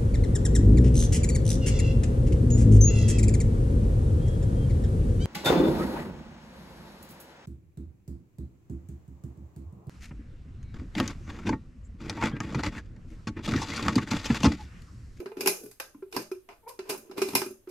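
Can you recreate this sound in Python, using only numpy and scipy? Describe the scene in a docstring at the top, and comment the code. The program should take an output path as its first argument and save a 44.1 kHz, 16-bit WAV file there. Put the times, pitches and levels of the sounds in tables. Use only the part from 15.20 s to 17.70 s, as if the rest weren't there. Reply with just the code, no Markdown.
"""An aluminium pressure cooker lid is seated on its pot and twisted shut, close by, in a small kitchen.
The lid clatters on, loudest near 0.27 s: each rim contact thumps the air in the pot, knocks the pot on
its stand and sets the metal ringing. Between contacts the rims scrape. Near 1.5 s the rubber gasket
gives one short squeak, and from 2.0 to 2.3 s the lid shuts with a run of hard contacts."""
import sys
import numpy as np
from scipy import signal
from scipy.fft import rfft, irfft
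from scipy.io import wavfile
from scipy.ndimage import uniform_filter1d

SR = 44100
rng = np.random.default_rng(int(sys.argv[2]) if len(sys.argv) > 2 else 0)


def master_out(mix):
    """Clip the mix to full scale and print it as 16-bit PCM to the path in sys.argv[1]."""
    frames = np.transpose(np.atleast_2d(mix))
    ceiling = np.clip(frames, -1, 1)
    pcm = np.round(ceiling * 32767).astype(np.int16)
    wavfile.write(sys.argv[1], SR, pcm)


N = 110250
T = np.arange(N) / SR
RING_T = T[:int(.35 * SR)]
BIN_HZ = np.fft.rfftfreq(N, 1 / SR)
LN_1000 = np.log(1000)   # time constants per t60


def from_db(db):
    """Decibels to gain."""
    return 10 ** (np.asarray(db) / 20)


def unit_rms(x):
    """Scale to unit rms."""
    return x / np.sqrt(np.mean(x ** 2) + 1e-20)


def at_hz(table, hz, column=1):
    """Interpolate a table column over log frequency."""
    table = np.array(table)
    return np.interp(np.log(hz), np.log(table[:, 0]), table[:, column])


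def add(out, time_s, sound):
    """Mix a sound in at time_s."""
    start = max(int(time_s * SR), 0)
    out[..., start:start + sound.shape[-1]] += sound[..., :N - start]


def stereo(mid, side, correlation):
    """Two independent noises to a correlated left/right pair."""
    return (np.sqrt(1 + correlation) * mid + np.sqrt(1 - correlation) * side * [[1], [-1]]) / np.sqrt(2)


def white_noise(correlation, size=N):
    """Stereo white noise."""
    return stereo(*rng.standard_normal((2, size)), correlation)


def shaped_noise(gain, correlation):
    """Unit-rms stereo noise; gain and correlation per FFT bin."""
    mid, side = rfft(rng.standard_normal((2, N)))
    return unit_rms(irfft(gain * stereo(mid, side, correlation), N))


def swell(start_s, length_s):
    """Rise and fall of one scrape."""
    progress = np.clip((T - start_s) / length_s, 0, 1)
    return np.sqrt(np.maximum(np.sin(np.pi * progress), 0))


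def bloom(t, rise_s):
    """Envelope that peaks at 1 at rise_s, then decays."""
    u = np.maximum(t, 0) / rise_s
    return u * np.exp(1 - u)


def room(x, decay_s):
    """Diffuse stereo kitchen reverb, unit gain."""
    tail = white_noise(0.22, len(RING_T)) * np.exp(-RING_T / decay_s)
    response = unit_rms(tail) / np.sqrt(len(RING_T))
    return signal.fftconvolve(x[None], response, axes=1)[:, :N]


# room noise spectrum: (frequency [Hz], relative density [dB])
FLOOR_SPECTRUM = [(25, 4.5), (55, 1), (110, -0.5), (200, -12), (380, -2.5), (600, -16), (1200, -21),
                  (3000, -23), (6000, -29), (12000, -17), (16000, -28.5)]


def kitchen_floor(level_db=-65.5):
    """Faint steady room noise, alike at both ears in the bass."""
    hz = np.maximum(BIN_HZ, 1)
    gain = from_db(at_hz(FLOOR_SPECTRUM, hz))
    return from_db(level_db) * shaped_noise(gain, correlation=0.8 / (1 + (hz / 900) ** 2))


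# squeak contour: (time [s], pitch [Hz], level [dB])
SQUEAK_CONTOUR = [(1.426, 451.4, -80), (1.438, 471, -56.5), (1.462, 439.5, -59), (1.478, 465.7, -36),
                  (1.49, 486, -67), (1.505, 533, -44.5), (1.52, 482, -50), (1.548, 482, -80)]
# squeak harmonics 1-5: (relative level [dB])
SQUEAK_HARMONICS_DB = [-3.5, -2.5, -22, -28.5, -24]


def gasket_squeak(pitch_jitter=.045):
    """The rubber seal sticks and slips at an unsteady pitch as the lid turns."""
    time_s, hz, db = np.transpose(SQUEAK_CONTOUR)
    wobble = unit_rms(uniform_filter1d(rng.standard_normal(N), size=150))
    pitch_hz = np.interp(T, time_s, hz) * (1 + pitch_jitter * wobble)
    phase = 2 * np.pi * np.cumsum(pitch_hz) / SR
    tone = sum(from_db(level) * np.sin(k * phase) for k, level in enumerate(SQUEAK_HARMONICS_DB, 1))
    squeak = tone * np.interp(T, time_s, from_db(db), left=0, right=0)
    return squeak + from_db(-3) * room(squeak, decay_s=0.036)


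# rim contacts, also driving air and metal: (time [s], thump level [dB], thump pitch [Hz],
# knock level [dB], metal level [dB], metal tilt [dB/octave], metal accent [Hz])
RIM_CONTACTS = [(.001, -39, 365.6, -59, -58, -1.5, 2700), (.058, -36, 391.7, -53, -52.5, -7.5, 4640),
                (.116, -44, 440, -68, -63, -10, 2300), (.169, -37.5, 377.7, -48, -59, -4, 2670),
                (0.207, -37, 403, -44.5, -39.5, 0.5, 2450), (0.231, -34, 407, -53, -60.5, -6, 2500),
                (.259, -24, 386.7, -42, -34.5, -1, 2564), (0.2728, -29.5, 401.3, -36, -28, 0.75, 11380),
                (.436, -46.5, 410.4, -49, -69.5, 8.5, 10700), (.460, -45, 414, -56, -65.5, 2, 11400),
                (0.512, -81, 366, -67, -61, 3, 1900), (0.5991, -46, 527, -70, -40.5, -2, 1750),
                (0.746, -44.5, 290, -55.5, -77, -10, 900), (.824, -36.5, 384.6, -74.5, -71.5, -8.5, 1390),
                (0.925, -69.5, 394, -75, -50.5, -1, 3560), (.964, -33.5, 379.6, -34.5, -36, -3, 5000),
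                (1.115, -30, 373.3, -66.5, -54, -2, 1310), (1.288, -49, 699, -75.5, -57.5, -7, 2130),
                (1.59, -34.5, 381.5, -56, -50, -4.5, 4300), (1.697, -36, 409, -45, -41.5, 1, 2630),
                (1.777, -66, 360, -54, -65.5, 7, 15100), (1.896, -43.5, 368, -54.5, -72, -5, 950),
                (1.912, -48, 384, -54.5, -55, -4.5, 5350), (1.979, -32.5, 392, -42.5, -44.5, -2, 2500),
                (2.017, -21, 386, -39.5, -35.5, -2, 5000), (2.086, -54, 392, -41.5, -47.5, -1, 3870),
                (2.133, -45, 400, -36.5, -50.5, -3.5, 912), (2.1512, -29.5, 385, -33, -26.5, 0, 5240),
                (2.216, -31, 375, -43.5, -40.5, -2.5, 1090), (2.261, -34, 371.3, -50, -56, 2, 1090),
                (2.308, -46.5, 381, -54.5, -68, 4.5, 12420), (2.473, -39, 367.6, -71, -68.5, -7.5, 1310)]
# pot on its stand: (frequency [Hz], relative level [dB], t60 [s])
STAND_MODES = [(122.5, -9.5, 0.25), (180.5, -7.5, 0.28), (224.4, -1, 0.26), (279.8, 7, 0.097)]


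def pot_knocks(rise_s=0.001, spread_db=2):
    """Contacts rock the pot on its stand."""
    out, t = np.zeros(N), RING_T
    for hz, mode_db, t60_s in STAND_MODES:
        envelope = np.exp(-LN_1000 * t / t60_s) * (1 - np.exp(-t / rise_s))
        for time_s, _, _, knock_db, *_ in RIM_CONTACTS:
            gain = from_db(knock_db + mode_db + rng.normal(0, spread_db))
            add(out, time_s, gain * envelope * np.sin(2 * np.pi * (hz * t + rng.random())))
    return out


# higher air modes in the pot: (ratio to thump pitch, relative level [dB], t60 [s])
AIR_MODES = [(2.86, -24.5, .09), (3.58, -14.5, 0.069), (4.1, -26, 0.095)]


def air_thumps(echo_delay_s=.036, echo_db=-13.5, room_db=-12.5):
    """The enclosed air thumps hollowly at each contact; the room returns it."""
    out, t = np.zeros(N), RING_T
    echo = from_db(echo_db) * bloom(t - echo_delay_s, rise_s=.011)
    envelope = from_db(4.5) * (bloom(t, rise_s=0.0064) - echo)
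    for time_s, thump_db, hz, *_ in RIM_CONTACTS:
        phase = 2 * np.pi * hz * t
        overtones = sum(from_db(db) * np.exp(-LN_1000 * t / t60_s) * np.sin(ratio * phase)
                        for ratio, db, t60_s in AIR_MODES)
        add(out, time_s, from_db(thump_db) * (envelope * np.sin(phase) + overtones))
    return out + from_db(room_db) * room(out, decay_s=0.049)


# sliding rims: (start [s], length [s], air level [dB], metal level [dB], metal tilt [dB/octave])
RIM_SCRAPES = [(.0, 0.048, -41.5, -78, -6), (0.164, 0.17, -40, -53.5, -2), (0.317, 0.19, -51, -70.5, 6),
               (.912, .025, -65, -62.5, 3), (0.934, 0.045, -43, -49, -1.5), (0.972, 0.066, -41, -55.5, 0.5),
               (1.281, 0.056, -54.5, -62.5, -7), (1.477, 0.022, -69, -50, 2.5),
               (1.644, 0.084, -53.5, -61.5, -4.5), (1.69, 0.016, -40.5, -36.5, 1),
               (1.705, 0.063, -41.5, -58, -10.5), (1.774, 0.48, -55.5, -74, -4.5),
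               (1.963, 0.05, -39.5, -48, -2.5), (2.035, .11, -48.5, -53.5, 0.5),
               (2.484, 0.033, -46.5, -59.5, 2)]


def air_murmur(resonance_hz=377.5, stage_width_hz=138):
    """Scrapes keep the air in the pot murmuring at its resonance."""
    b, a = signal.iirpeak(resonance_hz, resonance_hz / stage_width_hz, fs=SR)
    murmur = unit_rms(signal.lfilter(b, a, signal.lfilter(b, a, white_noise(0.7))))
    envelope = sum(from_db(db + 1) * swell(start_s, length_s) for start_s, length_s, db, *_ in RIM_SCRAPES)
    return murmur * envelope


def scrape_slips(slips_per_s=900, spread_db=3.5):
    """Tiny uneven stick-slip clicks of the rims, one row per scrape."""
    clicks = (rng.random(N) < slips_per_s / SR) * rng.choice([-1, 1], N)
    sizes = from_db(spread_db * np.clip(rng.standard_normal(N), -2, 2))
    slips = unit_rms(clicks * sizes) / np.sqrt(0.014 * SR)   # unit energy per 14 ms
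    return np.array([slips * swell(start_s, length_s) for start_s, length_s, *_ in RIM_SCRAPES])


def rim_force(hz, slips, spread_db, expansion=0, knee_hz=1240):
    """Drive of contacts and scrapes on the metal near hz; expansion makes soft blows ring less."""
    octaves = np.log2(max(hz, knee_hz) / 3000)   # tilt is flat below the knee
    time_s, _, _, _, hit_db, hit_tilt, accent_hz = np.transpose(RIM_CONTACTS)
    *_, scrape_db, scrape_tilt = np.transpose(RIM_SCRAPES)
    top_db = hit_db.max()
    force = from_db(scrape_db + expansion * (scrape_db - top_db) + scrape_tilt * octaves) @ slips
    # the point of contact favours one group of modes
    accent_db = 5 * np.exp(-.5 * (np.log2(hz / accent_hz) / 0.12) ** 2)
    chance_db = spread_db * np.clip(rng.standard_normal(len(time_s)), -1, 1)
    impulse_db = hit_db + expansion * (hit_db - top_db) + hit_tilt * octaves + accent_db + chance_db
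    force[(time_s * SR).astype(int)] += from_db(impulse_db)
    return force


def ring_power(force, decay_s):
    """Power of a decaying ring fed by every click of the force."""
    return signal.lfilter([1], [1, -np.exp(-2 / (decay_s * SR))], force ** 2 + 1e-18)


def crowded_modes(spacing_hz=85, ragged_db=7.5):
    """Noise with a ragged spectrum, as of hundreds of overlapping modes, partly different at each ear."""
    grid_hz = np.arange(2000) * spacing_hz
    shared, left, right = rng.standard_normal((3, len(grid_hz)))
    strengths = [np.clip((shared + ear) / np.sqrt(2), -2, 2) for ear in (left, right)]
    gain = from_db([ragged_db * np.interp(BIN_HZ, grid_hz, strength) for strength in strengths])
    return shaped_noise(gain, correlation=1 / (1 + (BIN_HZ / 650) ** 2))


# stereo balance of the metal: (frequency [Hz], left minus right [dB])
METAL_BALANCE = [(500, -1.5), (1200, -2), (2500, -0.5), (5300, -1), (9000, 0), (14000, 2.5)]


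def metal_pan(hz):
    """Left and right gains of the metal at hz."""
    return from_db(at_hz(METAL_BALANCE, hz) * np.array([[.5], [-.5]]))


# crowded modes of lid and pot: (frequency [Hz], band gain [dB], t60 [s])
SHELL_BANDS = [(302.4, 12, 0.51), (605, 13, 0.39), (918, 24.5, 0.16), (1220, 13.5, 0.31),
               (1700, 13.5, 0.25), (2460, 19, 0.23), (3380, 10, .27), (4490, 11.5, 0.24), (5430, 15.5, 0.3),
               (5950, 9, 0.38), (6740, 10.5, 0.39), (7850, 8, 0.27), (10370, 9.5, 0.35),
               (11080, 15.5, 0.35), (14000, 7, 0.12), (15150, -1.5, 0.36)]


def shell_wash(slips, build_s=0.0018):
    """Lid and pot ring band by band: direct snap, early clatter, long tail in the room."""
    out = np.zeros((2, N))
    build_pole = np.exp(-1 / (build_s * SR))
    crowds = [crowded_modes(), crowded_modes()]   # adjacent bands use independent noise
    cracks = [white_noise(0.24), white_noise(0.24)]
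    edges_hz = np.concatenate([np.geomspace(250, 2000, 8)[:-1], np.geomspace(2000, 16500, 17)])
    for k, (low_hz, high_hz) in enumerate(zip(edges_hz, edges_hz[1:])):
        hz = np.sqrt(low_hz * high_hz)
        force = rim_force(hz, slips, spread_db=3.0)
        snap = from_db(-0.5) * np.sqrt(ring_power(force, decay_s=0.0031)) * cracks[k % 2]
        clatter_power = from_db(-2.5) ** 2 * ring_power(force, decay_s=0.0074)
        tail_power = from_db(-9.5) ** 2 * ring_power(force, at_hz(SHELL_BANDS, hz, column=2) / LN_1000)
        wash_power = signal.lfilter([1 - build_pole], [1, -build_pole], clatter_power + tail_power)
        wash = np.sqrt(wash_power) * crowds[k % 2]
        bandpass = signal.butter(2, [low_hz, high_hz], "band", fs=SR, output="sos")
        out += from_db(at_hz(SHELL_BANDS, hz)) * metal_pan(hz) * signal.sosfilt(bandpass, snap + wash)
    return out


# prominent lid modes: (frequency [Hz], relative level [dB], t60 [s])
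CLEAR_MODES = [(778, -11.5, 0.29), (897, -14, .25), (1056, -30.5, 0.29), (2840, -8.5, 0.2),
               (5320, -2.5, 0.18), (5270, 1, 0.14), (5740, -12.5, 0.11), (5870, -15, 0.24),
               (7160, -11, 0.2), (8600, -8.5, 0.27), (10760, -0.5, 0.2), (11700, -9, 0.22),
               (12100, -1, 0.24)]


def lid_ring(slips):
    """Clear modes of the lid, each four close partials that beat."""
    out = np.zeros((2, N))
    for hz, db, t60_s in CLEAR_MODES:
        force = rim_force(hz, slips, spread_db=1.5, expansion=0.22) + 1e-18
        for max_detune_hz in (-70, -42, 35, 70):
            partial_hz = hz + max_detune_hz * rng.random()
            pole = np.exp((2j * np.pi * partial_hz - LN_1000 / t60_s) / SR)
            ear_gains = from_db(db - 10) * metal_pan(hz) * np.exp(2j * np.pi * rng.random((2, 1)))
            out += (ear_gains * signal.lfilter([1], [1, -pole], force)).real
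    return out


def scene():
    """Metal, pot air, stand, gasket and room noise, in stereo."""
    slips = scrape_slips()
    metal = shell_wash(slips) + lid_ring(slips)
    return metal + air_thumps() + air_murmur() + pot_knocks() + gasket_squeak() + kitchen_floor()


def record(dry, stopband_hz=16400):
    """Steep low-pass."""
    return signal.sosfilt(signal.cheby2(16, 70, stopband_hz, fs=SR, output="sos"), dry)


dry = scene()
out = record(dry)
master_out(out)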